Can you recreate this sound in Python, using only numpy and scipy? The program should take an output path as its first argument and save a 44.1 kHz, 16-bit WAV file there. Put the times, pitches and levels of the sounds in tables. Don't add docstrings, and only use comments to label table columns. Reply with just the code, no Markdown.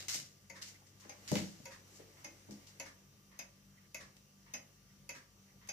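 import sys
import numpy as np
from scipy import signal
from scipy.fft import rfft, irfft, next_fast_len
from scipy.io import wavfile
from scipy.ndimage import uniform_filter1d, map_coordinates

SR = 44100
rng = np.random.default_rng(int(sys.argv[2]) if len(sys.argv) > 2 else 0)


def natural_amplitude(level_db):
    exponent = np.asarray(level_db, float) / 20
    return 10 ** exponent


def persist_wave(psi):
    counts = np.round(np.clip(psi, -1, 1) * 32767).astype(np.int16)
    wavfile.write(sys.argv[1], SR, np.atleast_2d(counts).T)


N = 252468

# pitch_hz, level_db (per Hz)
HISS_COLOUR = [(26, -51), (45, -17.5), (139, -5.5), (165, -16), (195, 1.5), (221, -15), (438, -23),
               (507, -22), (546, -20.5), (681, -28.5), (1190, -24), (4160, -26.5), (5860, -20.5),
               (8260, -31.5), (15600, -29)]
# pitch_hz, level_db
COMPRESSOR_TONES = [(49, -74.5), (52.6, -77), (97.5, -72), (128, -87.5), (145.8, -76.5), (193.8, -76),
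                    (196.3, -73), (1179, -84.5), (2745, -86.5), (3090, -86.5), (5687, -84.5), (5736, -80.5),
                    (5784, -86), (6029, -82), (6126, -85)]
# start_s, level_db, pitch_hz, length_s
FAR_CHIRRS = [
    (0.722, -65.5, 2080, 0.042),
    (0.799, -69.5, 770, 0.034),
    (3.763, -69, 2010, .03),
    (3.819, -73, 2050, 0.046),
    (4.842, -76.5, 1980, .08),
    (5.446, -73, 2000, .07),
]
# time_s, rustle_db
HAND_EFFORT = [(0.0, -51), (0.17, -65), (0.27, -70.5), (0.58, -70.5), (0.7, -60.5), (0.9, -70),
               (1.21, -58.5), (1.34, -47), (1.52, -61.5), (2.79, -62.5), (3.09, -70.5), (3.94, -73),
               (4.11, -66.5), (4.38, -73.5), (4.65, -67.5), (4.85, -74.5), (5.72, -70.5)]
# pitch_hz, level_db (per Hz)
RUMBLE_COLOUR = [(120, -23), (220, -9), (320, -4), (550, -7.5), (900, -13), (1600, -24)]
# time_s, openness (0 glass shut, 1 open and near)
DOOR_OPENNESS = [
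    (0.5, 0.15),
    (1.1, 0.022),
    (1.65, 0.3),
    (2.25, 0.61),
    (2.8, 0.51),
    (3.9, 0.92),
    (5.7, 0.77),
]
# pitch_hz, t60_s (time to fall 60 dB)
ROOM_DECAY = [(150, 0.42), (600, 0.35), (2500, 0.21), (6000, 0.2), (12000, 0.18)]
# pitch_hz, likeness (1 same, 0 unrelated)
LEFT_RIGHT_LIKENESS = [(60, 0.96), (200, 0.9), (500, 0.64), (1000, -0.19), (2000, 0.023), (5000, -0.13),
                       (12000, 0.013)]
# pitch_hz, left_minus_right_db
PORT_COLOUR = [(60, 3), (110, 2.5), (200, 0), (380, 3), (700, 0), (1290, -3.5), (2380, -1.5), (4400, -0.5),
               (8120, 3.5), (15000, -0.5)]
# pitch_hz, left_minus_right_db
NEAR_FACING = [(3000, 1.5), (8000, 1), (15000, 14.5)]
# start_s, level_db, favoured_hz, focus_db (per octave), damping (by the hand)
CASE_BLOWS = [(0.146, -57.5, 363, 1, 1.9), (0.188, -60, 108, 8, 1.8), (1.05, -61, 420, 5, 1.1),
              (1.3166, -32, 200, 5, 1.1), (1.356, -38.5, 225, 2, 1.5), (1.421, -42, 203, 29, 1.14),
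              (1.603, -58, 204.6, 7, 6.4), (1.995, -57.5, 460, 12, 1.14), (2.252, -59.5, 300, 13, 1.1),
              (2.488, -55.5, 290, 7, 1.8), (2.512, -54.5, 270, 13, 0.78)]
# pitch_hz, width_hz, level_db
CASE_MODES = [(94, 12, -11.5), (150.6, 15.36, -3.5), (177.4, 15, -5), (203, 8.6, -0.5), (243, 4.9, -10),
              (276.6, 21, -10.5), (323.3, 8, -4), (385, 25, -13), (442, 14.4, -10), (500.6, 10.5, -10),
              (535, 13, -12), (599, 15, -6.5), (701, 11, -12.5), (815, 35, -11.5), (980, 49, -18),
              (1204, 83, -21)]
# start_s, level_db, t60_s, favoured_hz, crack_db (over level)
CONTACTS = [
    (0.0, -47.5, 0.23, 4160, 4),
    (0.0831, -36.5, 0.41, 5730, 7.5),
    (0.1387, -36.5, 0.23, 6060, -6),
    (0.9999, -61.5, 0.41, 6040, 10),
    (1.2756, -47, 0.83, 4830, -1),
    (1.3172, -46.5, 0.59, 5900, 21),
    (1.3551, -39.5, 0.26, 3080, 13),
    (2.509, -59, 0.34, 5960, 18),
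    (4.167, -62.5, 0.045, 4500, 12),
    (5.674, -61.5, 0.056, 12000, 15),
]
# start_s, level_db, rise_s, favoured_hz
FINGER_RUBS = [
    (0.613, -45.5, 0.01, 4970),
    (0.663, -51.5, 0.019, 5800),
    (0.857, -64.5, 0.013, 6100),
    (1.03, -62.5, 0.01, 1500),
    (1.899, -60, 0.07, 6840),
    (1.99, -63.5, 0.0042, 2000),
    (2.663, -57, 0.0099, 5000),
]
# pitch_hz, level_db (per Hz)
SCUFF_COLOUR = [(410, -25), (700, -6), (1620, -3.5), (2070, 0.5), (2490, -4.5), (2950, -2.5), (3190, -6.5),
                (4910, -2.5), (6980, -2.5), (10100, -15.5), (12700, -13.5), (14700, -18), (15900, -32)]
# start_s, peak_db, frame_db (ring of the frame)
TICK_TIMES = [
    (0.4995, -44, 5),
    (1.6563, -43.5, -6),
    (2.7992, -39, -4),
    (3.9459, -38.5, 2.5),
    (5.0928, -38.5, -0.5),
]
# start_s, peak_db, frame_db (ring of the frame)
TOCK_TIMES = [
    (1.0948, -42.5, -5),
    (2.2449, -39.5, 1.5),
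    (3.3912, -37.5, -3),
    (4.5384, -35, 0.5),
    (5.6892, -35, -5),
]
# pitch_hz, width_hz, level_db
ENTRY_MODES = [(542.2, 11.3, -2), (953.5, 23, -2.5), (1500, 11, -7.5), (1780, 14, -16), (1950, 6.7, -1.5),
               (2054, 36, 0.5), (2194, 20, 4.5), (2580, 49, 3.5), (2780, 78, -29), (4380, 41, -17),
               (4580, 110, -2.5), (4940, 110, -4), (5560, 110, -23), (6680, 120, 1), (6700, 93, 2),
               (7200, 80, -32), (7250, 24, -5.5), (10090, 610, -4), (12300, 170, -35), (11400, 220, -12)]
# pitch_hz, width_hz, level_db
EXIT_MODES = [(570.6, 7.1, -0.5), (817, 35, -6), (994, 24, -15), (1500, 19, -11.5), (1900, 27, -7),
              (2120, 16, 3), (2210, 34, -3.5), (2568, 26, 1.5), (2920, 32, -27), (3663, 67, -10.5),
              (4810, 45, -5.5), (5400, 50, -16), (5000, 32, 1.5), (6420, 120, 6), (6330, 46, 1),
              (6170, 58, -23), (6440, 54, 6), (9320, 200, -9), (10070, 130, -13), (12500, 200, -37)]
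# pitch_hz, level_db (per Hz)
CLATTER_COLOUR = [(150, -44), (250, 5), (414, -10), (576, 7.5), (971, -5.5), (1260, -7.5), (2530, 3),
                  (2760, -1.5), (3910, -5.5), (6360, 9.5), (8400, -42), (10900, -8.5), (16000, -35)]
# pitch_hz, t60_s
CLATTER_DECAY = [(300, 0.087), (2000, 0.16), (4500, 0.054), (6500, 0.09), (12000, 0.052)]
# pitch_hz, level_db (per Hz)
CRACK_COLOUR = [(1000, -33), (4000, 2), (7000, 8.5), (8600, -6), (10500, 4), (12500, 3), (14500, 2),
                (16400, -27)]
# pitch_hz, level_db (per Hz)
SLIDE_COLOUR = [(240, -5.5), (400, -7), (528, -7), (697, -19), (1030, 0), (1530, -4.5), (1710, 4.5),
                (3100, -11), (5600, -5), (14400, -29.5), (15600, -70)]
# pitch_hz, level_db (per Hz)
UNLOCK_COLOUR = [(500, -16), (800, -21), (1000, 0.5), (1300, -9), (1550, -15), (1950, -0.5), (2400, -11.5),
                 (4000, -17), (15500, -42)]

PLATE_DB, TILT_DB, WOOD_DB = (-10, 6), (-2, 0.97), (3.5, 0.3)
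MAINS_DB, DRONE_DB = (0, -3.5), (-9.5, -2.5)
HISS_DB, SLIDE_DB, UNLOCK_DB = -66.5, -53, -65.5
RUMBLE_DB, RUMBLE_GROWS, GRIP_GROWS = -69, 0.69, 0.37
WANDER_HZ, WANDER_SHARE, SWAY_DB = 0.6, 0.0004, 1.5
CONTACT_RISE_S, RUB_T60_S, HAND_PAN_DB = 0.0022, 0.21, 0.5


def unit(x):
    return x / np.sqrt(np.mean(x ** 2) + 1e-20)


def along(points, hz):
    f, v = np.transpose(points)
    return np.interp(np.log(hz + 1), np.log(f + 1), v)


def filtered(x, response):
    m = next_fast_len(x.shape[-1] + 8192)
    spectrum = rfft(x, m) * response(np.fft.rfftfreq(m, 1 / SR))
    return irfft(spectrum, m)[..., :x.shape[-1]]


def curves(rows):
    s, *columns = np.transpose(rows)
    return [np.interp(np.arange(N) / SR, s, c) for c in columns]


def wobble(rate):
    knots = rng.standard_normal(int(N * rate / SR) + 4)
    return map_coordinates(knots, [np.arange(N) * rate / SR])


def seen(s, pair):
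    at, share = np.transpose(DOOR_OPENNESS)
    return pair[0] + (pair[1] - pair[0]) * np.interp(s, at, share)


def add(out, s, x, pan_db=0):
    part = out[:, max(round(s * SR), 0):][:, :x.shape[1]]
    panned = x * natural_amplitude([[pan_db / 2], [-pan_db / 2]])
    part += panned[:, :part.shape[1]]


def patchy(colour, patchy_db):
    z = signal.stft(rng.standard_normal((2, N)), nperseg=512)[2]
    field = uniform_filter1d(rng.standard_normal(z.shape[1:]), 6, 0)
    field = uniform_filter1d(field, 14, 1)
    pair = signal.istft(z * natural_amplitude(patchy_db * unit(field)), nperseg=512)[1][:, :N]
    return unit(filtered(pair, lambda hz: natural_amplitude(along(colour, hz))))


def fading(decays, size):
    hz, t, z = signal.stft(rng.standard_normal((2, size)), SR, nperseg=128)
    decay = natural_amplitude(-60 * t / along(decays, hz)[:, None])
    return signal.istft(z * decay, SR, nperseg=128)[1][:, :size]


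def puff(colour, rise, t60, centre_hz=None):
    t = np.arange(SR // 2) / SR

    def tint(hz):
        focus_db = 5.6 * np.abs(np.log2((hz + 1) / centre_hz)) if centre_hz else 0
        return natural_amplitude(along(colour, hz) - focus_db)

    shape = np.clip(t / rise, 0, 1) * natural_amplitude(-60 * np.clip(t - rise, 0, None) / t60)
    return shape * unit(filtered(rng.standard_normal((2, len(t))), tint))


def rings(modes, scatter_db):
    hz, width, db = np.transpose(modes)[:, :, None]
    t, chance = np.arange(SR // 2) / SR, rng.standard_normal((len(modes), 3))
    size = natural_amplitude(db + scatter_db * chance[:, :1]) * width * np.exp(-np.pi * width * t)
    turn = 2 * np.pi * hz * (1 + 0.0038 * chance[:, 1:2]) * t
    sign = (-1) ** np.arange(len(modes))[:, None]
    first = np.sum(sign * size * np.sin(turn), 0)
    second = np.sum(size * np.sin(turn + 9 * chance[:, 2:]), 0)
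    return np.array([first, second])


def background():
    rustle_db, = curves(HAND_EFFORT)
    rumble_db = RUMBLE_DB + RUMBLE_GROWS * (rustle_db - rustle_db.mean())
    hiss = natural_amplitude(HISS_DB) * patchy(HISS_COLOUR, patchy_db=-1.9)
    rustle = natural_amplitude(rustle_db - 6 + wobble(21.3)) * patchy(SCUFF_COLOUR, patchy_db=-1)
    rumble = natural_amplitude(rumble_db - 4 + wobble(10)) * patchy(RUMBLE_COLOUR, patchy_db=1.5)
    return hiss + rustle + rumble


def compressor():
    out, t = np.zeros((2, N)), np.arange(N) / SR
    effort_db, = curves(HAND_EFFORT)
    grip_db = GRIP_GROWS * (effort_db - effort_db.mean())
    for hz, db in COMPRESSOR_TONES:
        second_order = 85 < hz < 110
        drone = hz < 70 or 150 < hz < 250
        drift = np.cumsum(wobble(9)) / SR * 2 * np.pi * (WANDER_HZ + WANDER_SHARE * hz)
        level_db = db + 3 + seen(t, MAINS_DB) * second_order + seen(t, DRONE_DB) * drone
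        level_db = level_db + grip_db * (hz > 2000 or second_order)
        tone = natural_amplitude(level_db + SWAY_DB * wobble(5)) * np.sin(2 * np.pi * hz * t + drift)
        out += tone * [[1.2], [0.3]]
    return out


def far_chirrs():
    out = np.zeros((2, N))
    for s, db, hz, length in FAR_CHIRRS:
        swell = np.hanning(round(length * SR * 1.5))
        resonance = lambda f: 1j * f * 220 / (hz * hz - f * f + 1j * f * 220)
        chirr = unit(filtered(rng.standard_normal((2, len(swell))), resonance))
        add(out, s, natural_amplitude(db) * swell * chirr)
    return out


def room(x, step):
    out = np.zeros((2, N))
    for i in range(0, N, step):
        tail = fading(ROOM_DECAY, size=SR // 2)
        tail = tail / np.linalg.norm(tail[0])
        add(out, i / SR + 0.008, signal.fftconvolve(x[:, i:i + step], tail, axes=1))
    return out


def case():
    out, t = np.zeros((2, N)), np.arange(SR // 2) / SR
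    for s, db, favoured_hz, focus_db, damping in CASE_BLOWS:
        place = [(hz, width * damping, level - focus_db * abs(np.log2(hz / favoured_hz)))
                 for hz, width, level in CASE_MODES]
        boom = rings(place, scatter_db=1.55) * (1 - np.exp(-t / 0.00034))
        add(out, s, natural_amplitude(db) * boom / np.sqrt(np.mean(boom[0, :SR // 30] ** 2)))
    return out


def hand():
    out = np.zeros((2, N))
    touches = [(s, db, CONTACT_RISE_S, t60, hz) for s, db, t60, hz, _ in CONTACTS]
    touches += [(s, db, rise, RUB_T60_S, hz) for s, db, rise, hz in FINGER_RUBS]
    for s, db, rise, t60, favoured_hz in touches:
        grain = natural_amplitude(2.24 * unit(uniform_filter1d(rng.standard_normal(SR // 2), size=90)))
        add(out, s, natural_amplitude(db) * grain * puff(SCUFF_COLOUR, rise, t60, favoured_hz), HAND_PAN_DB)
    for s, db, *_, crack_db in CONTACTS:
        add(out, s, natural_amplitude(db + crack_db) * puff(SCUFF_COLOUR, rise=0.0002, t60=0.002))
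    return out


def beat(modes, clatter_db, frame_db, plate_db, tilt_db, wood_db):
    t = np.arange(SR // 2) / SR
    soft_start = 1 - np.exp(-t / 0.0044)
    heard = []
    for hz, width, db in modes:
        wood = wood_db * (hz < 1200)
        frame = frame_db * (1700 < hz < 2400)
        plate = plate_db * (2400 < hz < 2800)
        heard.append((hz, width, db + wood + frame + plate))
    ring = unit(rings(heard, scatter_db=0.4))
    clatter = unit(filtered(fading(CLATTER_DECAY, size=len(t)), lambda hz: natural_amplitude(along(CLATTER_COLOUR, hz))))
    crack = puff(CRACK_COLOUR, rise=0.00042, t60=0.036)
    both = soft_start * (ring + natural_amplitude(clatter_db) * clatter) + natural_amplitude(3) * crack
    both = filtered(both, lambda hz: natural_amplitude(tilt_db * np.log2((hz + 300) / 3000)))
    return both / np.sqrt(np.mean(both[0, :SR // 50] ** 2))


def escapement():
    out = np.zeros((2, N))
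    glass = lambda s: [seen(s, pair) for pair in (PLATE_DB, TILT_DB, WOOD_DB)]
    for s, db, frame_db in TICK_TIMES:
        add(out, s - 0.0015, natural_amplitude(db - 6) * beat(ENTRY_MODES, -7.5, frame_db, *glass(s)), pan_db=2.8)
        add(out, s + 0.044, natural_amplitude(SLIDE_DB) * puff(SLIDE_COLOUR, rise=0.023, t60=0.21))
    for s, db, frame_db in TOCK_TIMES:
        add(out, s - 0.077, natural_amplitude(UNLOCK_DB) * puff(UNLOCK_COLOUR, rise=0.0022, t60=0.78))
        add(out, s - 0.0015, natural_amplitude(db - 8) * beat(EXIT_MODES, -5, frame_db, *glass(s)), pan_db=0.9)
    return out


def ports(pair):
    turn = lambda hz: np.arccos(np.clip(along(LEFT_RIGHT_LIKENESS, hz), -1, 1)) / 2
    mid, side = filtered(pair, lambda hz: np.array([np.cos(turn(hz)), np.sin(turn(hz))]))
    return np.array([mid + side, mid - side])


def left_right(table, hz):
    return natural_amplitude(np.array([[0.5], [-0.5]]) * along(table, hz))


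def scene():
    clock, touch, knock = escapement(), hand(), case()
    walls = room(natural_amplitude(-4) * clock + natural_amplitude(-7.5) * touch + natural_amplitude(-5.5) * knock, SR // 5)
    below = lambda hz: hz < 15520
    near = ports(clock + knock + filtered(touch, below))
    near = filtered(near, lambda hz: left_right(NEAR_FACING, hz))
    return near + ports(filtered(walls + background(), below) + far_chirrs() + compressor())


def low_pass(x):
    return signal.sosfilt(signal.butter(12, 16430, fs=SR, output="sos"), x)


def record(dry):
    band = lambda hz: 1 / (1 + (38 / (hz + 1)) ** 4) / (1 + (hz / 16300) ** 80)
    mix = filtered(dry, lambda hz: left_right(PORT_COLOUR, hz) * band(hz))
    return low_pass(mix)


dry = scene()
out = record(dry)
persist_wave(out)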